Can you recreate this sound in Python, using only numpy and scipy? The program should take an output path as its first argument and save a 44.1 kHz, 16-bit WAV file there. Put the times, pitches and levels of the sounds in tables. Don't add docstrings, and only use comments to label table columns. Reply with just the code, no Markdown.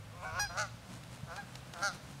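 import sys
import numpy as np
from scipy import signal
from scipy.fft import rfft, irfft, next_fast_len
from scipy.io import wavfile
from scipy.ndimage import uniform_filter1d, map_coordinates

SR = 44100
rng = np.random.default_rng(int(sys.argv[2]) if len(sys.argv) > 2 else 0)


def dump_mix(stems):
    frames = np.atleast_2d(stems).T
    limited = np.clip(frames, -1, 1)
    pcm = np.round(limited * 32767).astype(np.int16)
    wavfile.write(sys.argv[1], SR, pcm)


N = 97020
TOP_HZ = 15700


def amp(db):
    return 10 ** (np.asarray(db) / 20)


def unit(x):
    return x / np.sqrt(np.mean(x ** 2) + 1e-20)


def along(points, hz):
    f, v = np.transpose(points)
    return np.interp(np.log(hz + 1), np.log(f + 1), v)


def clock():
    return np.arange(N) / SR


def curves(rows):
    times, *columns = np.transpose(rows)
    return [np.interp(clock(), times, column) for column in columns]


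def wobble(rate):
    return map_coordinates(rng.standard_normal(int(N * rate / SR) + 4), [np.arange(N) * rate / SR])


def filtered(x, response):
    size = 2 * next_fast_len(N)
    return irfft(rfft(x, size) * response(np.fft.rfftfreq(size, 1 / SR)), size)[:N]


def coloured(x, points):
    return unit(filtered(x, lambda hz: amp(along(points, hz))))


def causal(gain):
    cepstrum = irfft(np.log(np.maximum(gain, 1e-6)))
    half = len(cepstrum) // 2
    cepstrum[1:half] *= 2
    cepstrum[half + 1:] = 0
    return np.exp(rfft(cepstrum))


def body_share(hz):
    return 1 / (1 + (hz / 2900) ** 8)


def band_gains(throat):
    hz = np.linspace(0, SR / 2, 4097)
    power = amp(along(throat, hz)) ** 2
    return [np.sqrt(np.mean(power * (hz > lo) * (hz < hi))) for lo, hi in [(450, 1900), (3500, 8000)]]


def hush():
    colour = [(20, -25), (30, -47), (48, -5.5), (70, -0.5), (95, -4), (125, -2.5), (175, -2.5), (260, -12),
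              (370, -19.5), (540, -11.5), (760, -15), (1450, -16), (1850, -19.5), (2700, -20.5),
              (6900, -29), (9000, -30.5), (15500, -40.5)]
    return amp(-53 + .7 * wobble(6.9)) * coloured(rng.standard_normal(N), colour)


def engine():
    run_up = [(0, 100.4, -51), (.15, 106.8, -52.5), (.42, 110.5, -57), (.52, 113, -49), (.75, 116.6, -50.5),
              (.82, 115.3, -70), (.93, 118.1, -53.5), (1.3, 121.1, -56.5), (1.55, 126.8, -55),
              (1.85, 129.9, -58), (2.2, 139.7, -54)]
    rate, level_db = curves(run_up)
    phase = 2 * np.pi * np.cumsum(rate * (1 + .004 * wobble(18.36))) / SR
    hum = np.sin(phase) + amp(-8.5) * np.sin(1.45 * phase) + amp(-18) * np.sin(2 * phase)
    return amp(level_db + 1.5 * wobble(14.4)) * unit(hum)


def spray(drops_per_s=4000):
    swells = [(0, -83), (.3, -65), (.8, -71), (.87, -60.5), (.98, -57), (1.08, -60.5), (1.18, -59),
              (1.25, -63), (1.45, -64), (1.53, -51.5), (1.65, -69.5), (1.76, -57.5), (1.95, -52),
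              (2.0, -69), (2.11, -54.5), (2.2, -62)]
    colour = [(150, 6), (280, 13.5), (420, -1), (650, 4.5), (1400, 1), (2200, -3), (4500, -4.5), (9000, -7),
              (15000, -24)]
    drops = (rng.random(N) < drops_per_s / SR) * rng.standard_normal(N)
    drops *= amp(np.minimum(rng.exponential(size=N), 4))
    level_db, = curves(swells)
    return coloured(drops, colour) * amp(level_db + 3 * wobble(30.9))


def syrinx_buzz(rows, throat, follow, jitter, shimmer_db, smear_rad, rough, hiss, crack):
    t = clock()
    start, end = rows[0][0], rows[-1][0]
    pitch, body_db, rasp_db = curves(rows)
    pitch = uniform_filter1d(pitch, size=300)
    gate = np.clip(np.minimum(t - start, end - t) / .004 + .5, 0, 1)
    on = gate > 0
    cycles = np.cumsum(pitch * (1 + jitter * wobble(250)) * on) / SR
    body_gain, rasp_gain = band_gains(throat)
    body = gate * amp(body_db) / body_gain
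    rasp = gate * amp(rasp_db) / rasp_gain

    harmonic = np.arange(1, 100)[:, None]
    partial_hz = harmonic * pitch[on]
    throat_hz = partial_hz * (pitch[np.argmax(body_db)] / pitch[on]) ** follow
    hz = np.linspace(0, SR / 2, 4097)
    throat_phase = np.unwrap(np.angle(causal(amp(along(throat, hz)))))
    lag = np.interp(throat_hz, hz, throat_phase) + smear_rad * rng.standard_normal(harmonic.shape)
    balance = body[on] * body_share(partial_hz) + rasp[on] * (1 - body_share(partial_hz))
    weight = amp(along(throat, throat_hz)) * balance * (partial_hz < TOP_HZ)
    partials = weight * np.cos(2 * np.pi * harmonic * cycles[on] + lag)
    buzz = np.zeros(N)
    buzz[on] = 2 * np.sqrt(pitch[on] / SR) * partials.sum(axis=0)

    air = unit(rng.standard_normal(N) * np.exp(-2 * (cycles % 1)) * gate) * np.sqrt(np.mean(gate))
    air *= 1 + crack * np.exp(-np.abs(t - start) / .022)
    low_air = filtered(air, lambda f: amp(along(throat, f)) * body_share(f))
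    high_air = filtered(air, lambda f: amp(along(throat, f)) * (1 - body_share(f)))
    return buzz * amp(shimmer_db * wobble(200)) + rough * body * low_air + hiss * rasp * high_air


def grunts():
    calls = [
        [(.11, 155.5, -60, -95), (.16, 174.9, -55, -74), (.226, 180, -47.5, -66), (.232, 207, -42, -63),
         (.25, 213.4, -45.5, -62), (.262, 216, -48, -70)],
        [(.245, 159, -43, -68), (.275, 158.5, -45, -63), (.325, 159.5, -43.5, -64), (.345, 167, -42, -58),
         (.36, 178, -39.5, -58), (.38, 181, -37, -53), (.395, 186, -33.5, -52), (.407, 184, -50, -58)],
        [(.488, 171, -63, -66), (.498, 171.2, -45, -66), (.543, 176.6, -48, -62), (.567, 190.2, -40.5, -60),
         (.575, 188, -43, -47)],
        [(1.265, 172, -59, -92), (1.295, 165.9, -48, -66), (1.315, 165.4, -43, -62), (1.335, 177.8, -43, -61),
         (1.355, 188.6, -53, -60), (1.38, 200.6, -46, -59), (1.4, 201.5, -63, -70), (1.425, 202, -56, -74),
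         (1.445, 187, -60, -76)],
        [(1.742, 184, -54, -66), (1.762, 172, -45.5, -63), (1.783, 169.5, -48.5, -68), (1.812, 174, -44, -60),
         (1.82, 181, -46, -58)],
    ]
    # f/Hz, level/dB
    shut = [(300, -68), (430, -7.5), (530, 1), (700, 2.5), (850, -7.5), (1050, 8), (1300, -5.5), (1550, -6),
            (1900, -22), (2300, -4.5), (2700, -14), (3300, -23), (4400, -18), (6000, -17), (8000, -16),
            (15000, -36)]
    plain = [(300, -34), (430, -7), (520, -6.5), (680, 2.5), (850, -14), (1000, 5), (1110, 6), (1280, -3),
             (1460, 8), (1650, -11), (1950, -17), (2300, -9), (2700, -9.5), (3300, -21), (4400, -14.5),
             (6000, -13), (8000, -38), (15000, -35)]
    opening = [(300, -35.5), (520, -2.5), (700, 3), (870, -3.5), (1220, 0.5), (1450, 5.5), (1750, -11),
               (2700, -21), (3300, -14), (4400, -6), (6000, -9), (15000, -30)]
    return sum(syrinx_buzz(rows, throat, follow=.15, jitter=.006, shimmer_db=1, smear_rad=1.4,
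                           rough=.28, hiss=.54, crack=0)
               for rows, throat in zip(calls, [shut, plain, opening, opening, opening]))


def squeals():
    calls = [
        [(.246, 745, -46, -66), (.254, 756, -42, -71), (.275, 756, -42, -61), (.3, 750, -47, -73),
         (.32, 725, -57, -72)],
        [(.395, 822, -34, -37), (.403, 824.4, -34, -33.5), (.424, 824.4, -35, -33.5), (.44, 822, -36, -40),
         (.453, 819, -37, -45), (.459, 780, -44, -66), (.476, 765, -49, -68)],
        [(1.376, 805, -45, -70), (1.386, 816, -41, -69), (1.401, 816, -41, -70), (1.42, 770, -56, -76)],
    ]
    # f/Hz, level/dB
    soft = [(400, -13), (780, -6.5), (1560, -4.5), (2300, -12), (3100, -53), (4100, -4), (5000, -25),
            (6000, -11), (9000, -20), (15000, -47)]
    loud = [(400, -26), (800, -3), (1650, 3), (2450, -9), (3300, -16), (4130, -7.5), (4950, 0.5), (5780, 1),
            (6600, -10), (7430, -18), (9080, -13), (10700, -24.5), (12400, -19.5), (14000, -21),
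            (14900, -31), (15700, -48)]
    return sum(syrinx_buzz(rows, throat, follow=.3, jitter=.0008, shimmer_db=.4, smear_rad=.8,
                           rough=.07, hiss=.07, crack=2.5)
               for rows, throat in zip(calls, [soft, loud, soft]))


def wind_puff(peak_s=.35, width_s=.075):
    colour = [(20, -29), (45, -0.5), (80, 0), (120, -1), (200, -39), (600, -66)]
    swell = np.exp(-np.abs(clock() - peak_s) / width_s)
    return amp(-41.5) * swell * coloured(rng.standard_normal(N), colour)


def syrinx_snaps(rows, throat, follow, stumbles, jitter_s, uneven_db, breath):
    t = clock()
    pitch, body_db, rasp_db = curves(rows)
    cycles = np.cumsum(pitch * (t >= rows[0][0]) * (t < rows[-1][0])) / SR
    pulse = np.arange(int(cycles[-1]) + 1)
    slip = .25 * np.minimum(pulse // 3, stumbles)
    starts = np.searchsorted(cycles, pulse - slip, side="right")
    size = 2048
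    hz, age = np.fft.rfftfreq(size, 1 / SR), t[:size]
    body_gain, rasp_gain = band_gains(throat)
    voice = np.zeros(N)
    for i in starts[starts < N - size]:
        throat_hz = hz * (pitch[np.argmax(body_db)] / pitch[i]) ** along(follow, hz)
        body = amp(body_db[i]) / body_gain * body_share(hz)
        rasp = amp(rasp_db[i] + uneven_db * rng.normal()) / rasp_gain * (1 - body_share(hz))
        resonance = causal(amp(along(throat, throat_hz)) * (body + rasp))
        puff = rng.standard_normal(size) * np.exp(-2 * age * pitch[i])
        air = rfft(puff / np.linalg.norm(puff)) * along(breath, hz)
        snap = np.exp(-2j * np.pi * hz * jitter_s * rng.normal())
        ring = np.roll(irfft((snap + air) * resonance), 8) * (age < age[-1] / 2)
        voice[i:i + size] += np.sqrt(SR / pitch[i]) * ring
    return voice


def honks():
    # t/s, pitch/Hz, body/dB, rasp/dB
    first = [(.575, 200, -35, -46), (.585, 203, -34.5, -43), (.594, 215, -34, -41), (.616, 213, -36, -41.5),
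             (.635, 207, -38.5, -49), (.648, 196, -43, -58), (.67, 185, -54, -62)]
    last = [(1.82, 192, -37, -54), (1.831, 199, -33, -41), (1.85, 204, -32, -38), (1.872, 199, -34, -40),
            (1.885, 191, -38, -41.5), (1.902, 180, -42, -53), (1.925, 169, -52, -66)]
    # f/Hz, level/dB
    first_throat = [(300, -30.5), (450, -23), (600, 6.5), (850, 5.5), (1060, -22), (1250, 10), (1480, 12.5),
                    (1720, 1), (1920, -14.5), (2120, 2.5), (2350, -13), (2750, -9), (3350, -24.5),
                    (4000, -17), (4500, -10.5), (5100, -19.5), (6200, -12), (6900, -16), (7500, -23),
                    (9700, -28), (11000, -38), (15000, -44)]
    last_throat = [(300, -22), (450, -26), (590, -4), (810, -0.5), (1000, -15), (1200, -6), (1410, 8),
                   (1620, 2), (1820, -19), (2200, -11), (2600, -32), (3050, -21), (3350, -33), (4000, -20),
                   (4650, -10), (5000, -20), (6200, -13), (6900, -21), (7600, -38), (8400, -26),
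                   (9900, -28), (10900, -40), (12500, -37), (15000, -56)]
    # f/Hz, exponent (0 = still, 1 = in step)
    first_follow = [(1500, 0.94), (6000, 0.54)]
    last_follow = [(1500, .6), (4500, 1.6), (6300, .4)]
    hoarse = syrinx_snaps(first, first_throat, first_follow, stumbles=4, jitter_s=.00001, uneven_db=1.8,
                          breath=[(1500, .09), (5000, .32)])  # f/Hz, gain of the puff
    cleaner = syrinx_snaps(last, last_throat, last_follow, stumbles=1, jitter_s=0, uneven_db=.9,
                           breath=[(1500, .07), (5000, .17)])
    return amp(-1) * hoarse + amp(-1.17) * cleaner


def plunges():
    thumps = [(.906, 181, -45.5, 0.014), (1.014, 142, -50, 0.012), (1.11, 122.1, -51.5, 0.028),
              (1.236, 133.5, -33, 0.0034), (1.435, 148.6, -38.5, 0.0036), (1.939, 166.6, -46.5, 0.0058)]
    t = clock()
    return sum(amp(db) * np.exp(-.5 * ((t - at) / width) ** 2) * np.sin(2 * np.pi * hz * (at - t))
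               for at, hz, db, width in thumps)


def wing_slaps(rise_s=.0008, splash_db=-17, splash_s=.0091):
    hits = [(1.036, -50, .02), (1.363, -44, .04), (1.5553, -41, .018), (1.7375, -39.5, .015)]
    colour = [(150, -20), (700, 0), (1500, 0), (3000, 0), (5500, -4), (9000, -11), (15000, -26)]
    t = clock()
    envelope = np.zeros(N)
    for at, db, decay in hits:
        attack = np.clip((t - at) / rise_s + 1, 0, 1)
        smack = amp(db - 60 * np.abs(t - at) / decay) * attack
        splash = amp(db + splash_db) * np.exp(-np.abs(t - at) / splash_s)
        envelope += smack + splash
    return envelope * coloured(rng.standard_normal(N), colour)


def shore(x, near_s=.05, far_s=.0801, trees_db=-19):
    # f/Hz, level/dB
    near_bank = [(600, -43), (1500, -20), (2500, -23), (3300, -7), (4130, -13), (4500, -21), (4950, -10.5),
                 (5800, -42), (6700, -18), (10000, -17), (14000, -36)]
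    far_bank = [(600, -35), (1600, -26), (3300, -17), (4130, -12), (4500, -31), (4950, -18), (6000, -41),
                (14000, -34)]
    trees = [(200, 0.48), (1500, 0.48), (5000, 0.88), (12000, 0.05)]
    hz, t, noise = signal.stft(rng.standard_normal(SR // 2), SR, nperseg=256)
    tail = signal.istft(noise * amp(-60 * t / along(trees, hz)[:, None]), SR, nperseg=256)[1]
    echoes = sum(filtered(x, lambda f: amp(along(bank, f)) * np.exp(-2j * np.pi * f * delay))
                 for delay, bank in [(near_s, near_bank), (far_s, far_bank)])
    return echoes + amp(trees_db) * signal.fftconvolve(x, tail / np.linalg.norm(tail))[:N]


def scene():
    geese = amp(-1.87) * grunts() + honks() + amp(-2.5) * squeals()
    birds = geese + wing_slaps() + plunges() + spray()
    return (birds + shore(birds) + engine() + wind_puff() + hush())[None]


def record(dry):
    return np.array([filtered(x, lambda hz: hz < TOP_HZ) for x in dry])


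dry = scene()
out = record(dry)
dump_mix(out)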